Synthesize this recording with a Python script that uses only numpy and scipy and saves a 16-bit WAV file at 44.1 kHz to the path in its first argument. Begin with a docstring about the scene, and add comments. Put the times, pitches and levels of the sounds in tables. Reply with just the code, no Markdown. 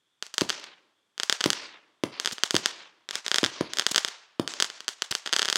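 """Sharp snaps crackle in the night air as a firework cake fires comets over an open field.
Each snap is a star's tiny shock, doubled by the ground; a few stars flare with a rasp or fizz with sparks.
Each launch thumps in its cardboard tube, and the comet swishes away, sinking in pitch.
Nearby ground clutter and a far line of trees scatter the bangs back; insects sing faintly."""
import sys
import numpy as np
from scipy import signal
from scipy.fft import rfft, irfft
from scipy.io import wavfile

SR = 44100
rng = np.random.default_rng(int(sys.argv[2]) if len(sys.argv) > 2 else 0)


def generate_wav(sig):
    """Save sig (samples, or channels by samples) to the path in sys.argv[1] as 16-bit PCM at SR."""
    pcm = np.round(np.clip(np.atleast_2d(sig).T, -1, 1) * 32767).astype(np.int16)
    wavfile.write(sys.argv[1], SR, pcm)


N = 245637
TOP_HZ = 16000

# snaps of the crackling stars: t/s, level/dB, treble/dB
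STAR_SNAPS = [(0.2255, -9, 1.0), (0.341, -17.5, 8.5), (0.3442, -21, 8), (0.3815, -0.5, 3),
              (0.4104, -2.5, 2.5), (0.4913, -16.5, 4), (0.4955, -6.5, 5), (0.5027, -1, -5),
              (0.5278, -16, -9.5), (0.5983, -25, 3), (0.6411, -20, 1.5), (1.1791, -17, 0),
              (1.1994, -3.5, -3), (1.2336, -5.5, 6.5), (1.2974, 3.0, 0.5), (1.326, -0.5, 2),
              (1.407, -6.5, -1.5), (1.411, -3, -3.5), (1.441, 0.5, 0), (1.5035, 0.0, 5.5),
              (1.5313, -5.5, 1.5), (2.1992, -6, 4.5), (2.248, -9.5, 0), (2.2591, -3, 4.5),
              (2.2746, -3.0, -4), (2.2822, -18.5, -13), (2.3125, -14, -6), (2.3825, -13, -11),
              (2.4357, 3.5, 1.5), (2.5084, -3.5, 5), (2.553, -3.5, 3), (2.5654, 2, 3), (2.659, 2.0, 2.0),
              (3.0896, -11.5, -2.5), (3.1096, -10, 2), (3.1554, -7, 6), (3.2643, -7, 0),
              (3.2812, -7.5, 3.5), (3.3156, 1.5, -4), (3.344, 1, -1), (3.3597, -3.5, 6), (3.3842, 2.0, 0),
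              (3.3909, -16, -3), (3.4405, 3, -8.5), (3.4468, -1, -2.5), (3.4623, -4.5, -2),
              (3.7352, -10, 6), (3.7715, -10, 3), (3.7861, -4.0, 3), (3.7964, 0.5, 1.5),
              (3.8112, -10.5, -12.5), (3.8216, -10, -15), (3.8658, 2.5, 2.5), (3.9464, -4.5, -2.5),
              (3.9605, 2, 5.5), (3.9799, 2, 1), (3.9831, -4.0, -1), (4.0482, -1.5, -0.5),
              (4.0798, -17, 5.5), (4.0848, -11.5, 1.5), (4.477, -7, 0), (4.5379, -13.5, 1),
              (4.6015, -1.0, 1), (4.6066, -8.5, 1.0), (4.6243, 1.5, 5.5), (4.6447, -9, -1),
              (4.701, -13.5, -4.5), (4.8055, -16, -1), (4.8814, -5, 4.5), (4.8891, -9.5, 4.5),
              (5.0213, -2, 1), (5.1245, -5, -15), (5.1516, -4, 4.5), (5.2613, -9, -5.5), (5.2649, -17, 1),
              (5.2747, -7.5, -8), (5.2931, -16, -10), (5.3282, -0.5, 0), (5.3346, 0, -0.5),
              (5.3405, -7, -2.0), (5.3643, 0, 2.0), (5.3872, -11.5, 8), (5.394, 0.5, -3.0),
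              (5.3962, -6.5, -7.0), (5.4189, -2.5, 0), (5.4286, -2, -3.0), (5.4494, -8, -2),
              (5.4561, -5.5, 1), (5.4813, -8, -5), (5.4866, -3, -3), (5.5003, -4, 5), (5.5276, -1, 1.0),
              (5.5577, 2, 3.0), (5.568, -13, 6)]
# comet launches: t/s, thump level/dB, treble/dB, swish level/dB, nominal top edge of the swish/Hz
COMET_SHOTS = [(0.4172, -2, -2.5, -44.5, 7250), (1.4596, 0, 6.5, -42.5, 6400), (2.037, -2, -7, -49, 6040),
               (2.544, -2, -6, -43.5, 7460), (3.4314, -2.5, -8, -45.5, 7300),
               (3.6096, -2, -12, -51.5, 6700), (4.3967, -1.5, -8, -44, 8400)]


def crackle(snaps, bounce=.55, second_bounce=.13, wall_s=.0051, wall_db=-13.0, wall_hz=2420.0):
    """Each star is one tiny shock; the ground repeats it at once, something nearby once more, duller."""
    # pressure spectrum of one snap: f/Hz, level/dB
    snap_spectrum = [(20, -66), (60, -33.5), (150, -10.5), (400, 6.5), (800, 7), (1500, 8.5), (2300, 7),
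                     (3300, 11.5), (4600, 10), (6500, 5.5), (8000, -0.5), (10000, -10), (15000, -23)]
    # lag of the ground bounce, following the stars' place in the sky: t/s, lag/ms
    bounce_lags = [(.3, .64), (1.3, 0.62), (2.5, 0.62), (3.2, .57), (3.9, 0.606), (4.8, 0.64), (5.5, 0.62)]
    out, radiated = np.zeros(N), np.zeros(N)
    for s, db, treble_db in snaps:
        lag_ms = np.interp(s, *np.transpose(bounce_lags)) + .018 * rng.standard_normal()
        hz, pulse = shock(snap_spectrum, treble_db)
        delay = np.exp(-2j * np.pi * hz * lag_ms / 1000)
        ground = delay * (bounce + delay * second_bounce)
        wall_delay = np.exp(-2j * np.pi * hz * wall_s * rng.uniform(.94, 1.06))
        wall = undb(wall_db) * wall_delay / (1 + 1j * hz / wall_hz)
        add(out, s, undb(db) * irfft(pulse * (1 + ground + wall)))
        add(radiated, s, undb(db) * irfft(pulse))
    return out + field_echoes(radiated, clutter_db=3.5, trees_db=1.5)


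def launches(rumble_db=-31.5, rumble_t60=0.21, blast_db=-18.5, blast_t60=0.014):
    """The lift charge thumps out of the tube with a blast of gas; a short rumble runs along the ground."""
    # spectra of the tube's thump, the gas blast and the ground rumble: f/Hz, level/dB
    thump_spectrum = [(15, -27.5), (45, -10.5), (85, 12), (125, 20.5), (220, 23), (325, 29), (450, 21),
                      (600, 18.5), (780, 5), (1000, 15.5), (1500, 4), (5000, 3.5), (10000, -15.5),
                      (15000, -35)]
    blast_spectrum = [(200, -17), (700, -6), (1100, -3.5), (1900, -4.5), (3000, 3.5), (4400, 0.5),
                      (6000, -5), (9000, -8.5), (15000, -27.5)]
    rumble_spectrum = [(20, -49), (60, -20.5), (110, 3), (330, 2), (600, -5.5), (1200, -15), (4000, -34.5),
                       (12000, -57)]
    out, t = np.zeros(N), np.arange(SR // 2) / SR
    for s, db, treble_db, _, _ in COMET_SHOTS:
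        _, thump = shock(thump_spectrum, treble_db, shelf_hz=3140.0)
        add(out, s, undb(db) * irfft(thump))
        blast = level(colour(rng.standard_normal(len(t)), blast_spectrum), db + blast_db + treble_db / 2)
        rumble = level(colour(rng.standard_normal(len(t)), rumble_spectrum), db + rumble_db)
        add(out, s, blast * undb(-60 * t / blast_t60) + rumble * undb(-60 * t / rumble_t60))
    return out + field_echoes(out, clutter_db=3.0, trees_db=5.5)


def swishes(low_hz=900., flutter_db=3.0, ridge_gain=.3, ridge_width=.08):
    """Each comet rushes upwards; its hiss flutters and sinks in pitch as it recedes."""
    out = np.zeros(N)
    for s, _, _, db, muzzle_hz in COMET_SHOTS:
        hz, t, noise = signal.stft(rng.standard_normal(SR * 6 // 10), SR, nperseg=512)
        edge_hz, gain = climb(t, muzzle_hz)
        hz = hz[:, None]
        ratio = hz / (edge_hz * rng.uniform(0.81, 0.94))
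        low_cut = hz / np.hypot(hz, low_hz)
        body = low_cut / np.sqrt(1 + ratio ** 14)
        # two narrow ridges: at the top edge and an octave below
        ridges = ridge_gain * sum(np.exp(-((k * ratio - 1) / ridge_width) ** 2) for k in (1, 2))
        flutter = undb(flutter_db * rng.standard_normal(len(t)))
        _, hiss = signal.istft(noise * (body + ridges) * gain * flutter, SR)
        early_rms = np.std(hiss[SR // 10:SR // 4])
        add(out, s, hiss * undb(db) / early_rms)
    return out


def climb(t, muzzle_hz, ignite_s=0.078, attack_s=0.017, burnout_s=0.3, octave_down_s=0.35):
    """Top edge and gain of a comet's hiss: it lights after launch, dulls with distance and burns out."""
    edge_hz = muzzle_hz / (1 + (t / octave_down_s) ** 2.6)
    lit = np.clip((t - ignite_s) / attack_s, 0, 1)
    fade_db = -41 * t - 125 * np.maximum(t - burnout_s, 0)
    return edge_hz, lit * undb(fade_db)


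def flares():
    """Powder catches over a few milliseconds: a soft low puff with a bright rasp."""
    # stars flaring up: t/s, level/dB, length/s
    flare_ups = [(2.319, -32, 0.017), (3.911, -23, 0.01), (5.1095, -23, 0.009)]
    # spectrum of the puff and rasp: f/Hz, level/dB
    rasp_spectrum = [(25, -36.5), (110, 7.5), (300, 8.5), (700, 0), (2000, -0.5), (4000, 9), (7000, 7),
                     (10000, -4.5), (15000, -14.5)]
    out, t = np.zeros(N), np.arange(SR // 10) / SR
    for s, db, length in flare_ups:
        swell = np.exp(-(2 * t / length - 1) ** 2)
        add(out, s, swell * level(colour(rng.standard_normal(len(t)), rasp_spectrum), db))
    return out + field_echoes(out, clutter_db=1.0, trees_db=-3.0)


def fizzes():
    """A burning star spits a dense run of tiny sparks that starts quickly and dies away."""
    # fizzing stars: t/s, level before the envelope/dB, nominal length/s
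    spark_runs = [(3.128, -36.5, 0.064), (3.246, -39.5, 0.014), (4.8, -60, 0.049), (5.256, -40.5, .03)]
    # spectrum of the sparks: f/Hz, level/dB
    spark_spectrum = [(100, -13.5), (700, -2.5), (1500, 3), (3200, 1), (6000, -0.5), (8000, -7),
                      (14000, -37)]
    out, t = np.zeros(N), np.arange(SR // 4) / SR
    for s, db, length in spark_runs:
        sparks = rng.standard_normal(len(t)) * undb(5 * rng.standard_normal(len(t)))
        burn = np.interp(t / length, [0, .1, .8, 1.4], [0.48, 0.79, 0.61, 0])
        add(out, s, burn * level(colour(sparks, spark_spectrum), db))
    return out + field_echoes(out, clutter_db=-3.5, trees_db=-8.5)


def crumbs(share=0.52, max_wait_s=0.049, drop_db=25):
    """Some stars shed a crumb that pops a moment later, weaker and sharper."""
    luck, wait = rng.random((len(STAR_SNAPS), 2)).T
    size, sharpness = rng.standard_normal((len(STAR_SNAPS), 2)).T
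    star_s, star_db, _ = np.transpose(STAR_SNAPS)
    db = star_db - drop_db + 5 * size
    treble_db = 6.5 + 3.5 * sharpness
    pops = np.column_stack([star_s + max_wait_s * wait, db, treble_db])
    return crackle(pops[luck < share])


def field_echoes(x, clutter_db, trees_db, bands=14, air_loss_db_per_s=1.08):
    """Countless small reflections off the field, duller the further they have travelled."""
    # spectrum of the scattered sound: f/Hz, level/dB
    scatter_spectrum = [(100, -25), (300, -13), (900, -2.5), (1800, -1.5), (4000, -4.5), (7000, 0),
                        (14000, 3)]
    t = np.arange(SR) / SR
    patches = np.interp(t, np.linspace(0, 1, 200), rng.standard_normal(200))
    twigs = level(rng.standard_normal(SR) * undb(3.5 * rng.standard_normal(SR) + 2.5 * patches), 0)
    spectrum = rfft(colour(twigs, scatter_spectrum))
    centres_hz = np.geomspace(800, TOP_HZ, bands)
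    response = 0
    for hz, weights in zip(centres_hz, np.eye(bands)):
        band = irfft(spectrum * np.interp(bins(SR), centres_hz, weights))
        response += band * undb(-air_loss_db_per_s * t * (hz / 1000) ** 2)  # air eats the treble first
    envelope = echo_envelope(t, clutter_db, trees_db)
    return signal.fftconvolve(x, response * envelope / np.sqrt(SR))[:N]


def echo_envelope(t, clutter_db, trees_db, hold_s=0.027, trees_delay_s=0.14, trees_spread_s=0.05):
    """Clutter answers at once and dies fast; the trees answer in one swell, the land behind rolls on."""
    near = undb(2 - 286 * np.maximum(t - hold_s, 0))  # falls 286 dB/s after the hold
    late = t - trees_delay_s
    swell = np.exp(-(late / trees_spread_s) ** 2)
    roll = np.where(late < 0, swell, undb(-51 * late))
    far = undb(-12.5) * swell + undb(-13) * roll
    return undb(clutter_db) * near + undb(trees_db) * far


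def night(air_db=-78, insect_db=-80.0, insect_hz=3400.0, width_hz=260):
    """A bed of still air, and a far chorus of insects wavering in one narrow band."""
    # spectrum of the night air: f/Hz, level/dB
    air_spectrum = [(25, -24), (60, -11), (120, -2.5), (330, -1), (650, -6), (1300, -1.5), (2200, -5.5),
                    (5000, -10), (8000, -11), (15000, -28)]
    insect_band = np.exp(-((bins(N) - insect_hz) / width_hz) ** 2 / 2)
    chorus = irfft(rfft(rng.standard_normal(N)) * insect_band, N)
    waver_db = np.interp(np.arange(N), np.linspace(0, N, 90), 1.2 * rng.standard_normal(90))
    air = colour(rng.standard_normal(N), air_spectrum)
    return level(air, air_db) + level(chorus * undb(waver_db), insect_db)


def shock(points, treble_db, shelf_hz=5300.0, size=2048):
    """Frequencies and spectrum of a sudden pressure pulse; a sharper front has more treble."""
    hz = bins(size)
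    shelf = 1 - 1 / (1 + (hz / shelf_hz) ** 4)
    cepstrum = irfft(np.log(undb(shape_db(points, hz) + treble_db * shelf)))
    # minimum phase packs the energy into the attack
    cepstrum[1:size // 2] *= 2
    cepstrum[size // 2 + 1:] = 0
    return hz, np.exp(rfft(cepstrum))


def undb(db):
    """Decibels to gain."""
    return 10 ** (np.asarray(db) / 20)


def shape_db(points, hz):
    """Read an EQ curve on a log-frequency axis."""
    f, db = np.transpose(points)
    return np.interp(np.log(np.maximum(hz, 1)), np.log(f), db)


def bins(size):
    """Frequencies of a transform of this size."""
    return np.arange(size // 2 + 1) * SR / size


def colour(x, points):
    """Filter a sound by an EQ curve."""
    return irfft(rfft(x) * undb(shape_db(points, bins(len(x)))), len(x))


def level(x, db):
    """Set the rms level."""
    return x * undb(db) / np.std(x)


def add(out, s, x):
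    """Mix a sound in at s seconds."""
    i = int(round(s * SR))
    out[i:i + len(x)] += x[:max(0, N - i)]


def scene(spots=6):
    """Mono mix; the stars burst at several spots in the sky, each spot with its own echoes."""
    stars = sum(crackle(STAR_SNAPS[k::spots]) for k in range(spots))
    return (stars + launches() + swishes() + flares() + fizzes() + night() + crumbs())[None]


def record(dry):
    """Peaks clip at full scale; the small microphone loses the deep bass and the top is cut."""
    low_cut = signal.butter(2, 72, "high", fs=SR, output="sos")
    high_cut = signal.ellip(10, .2, 90, TOP_HZ, fs=SR, output="sos")
    thin = signal.sosfilt(low_cut, np.clip(dry, -1, 1))
    return signal.sosfilt(high_cut, thin)


dry = scene()
out = record(dry)
generate_wav(out)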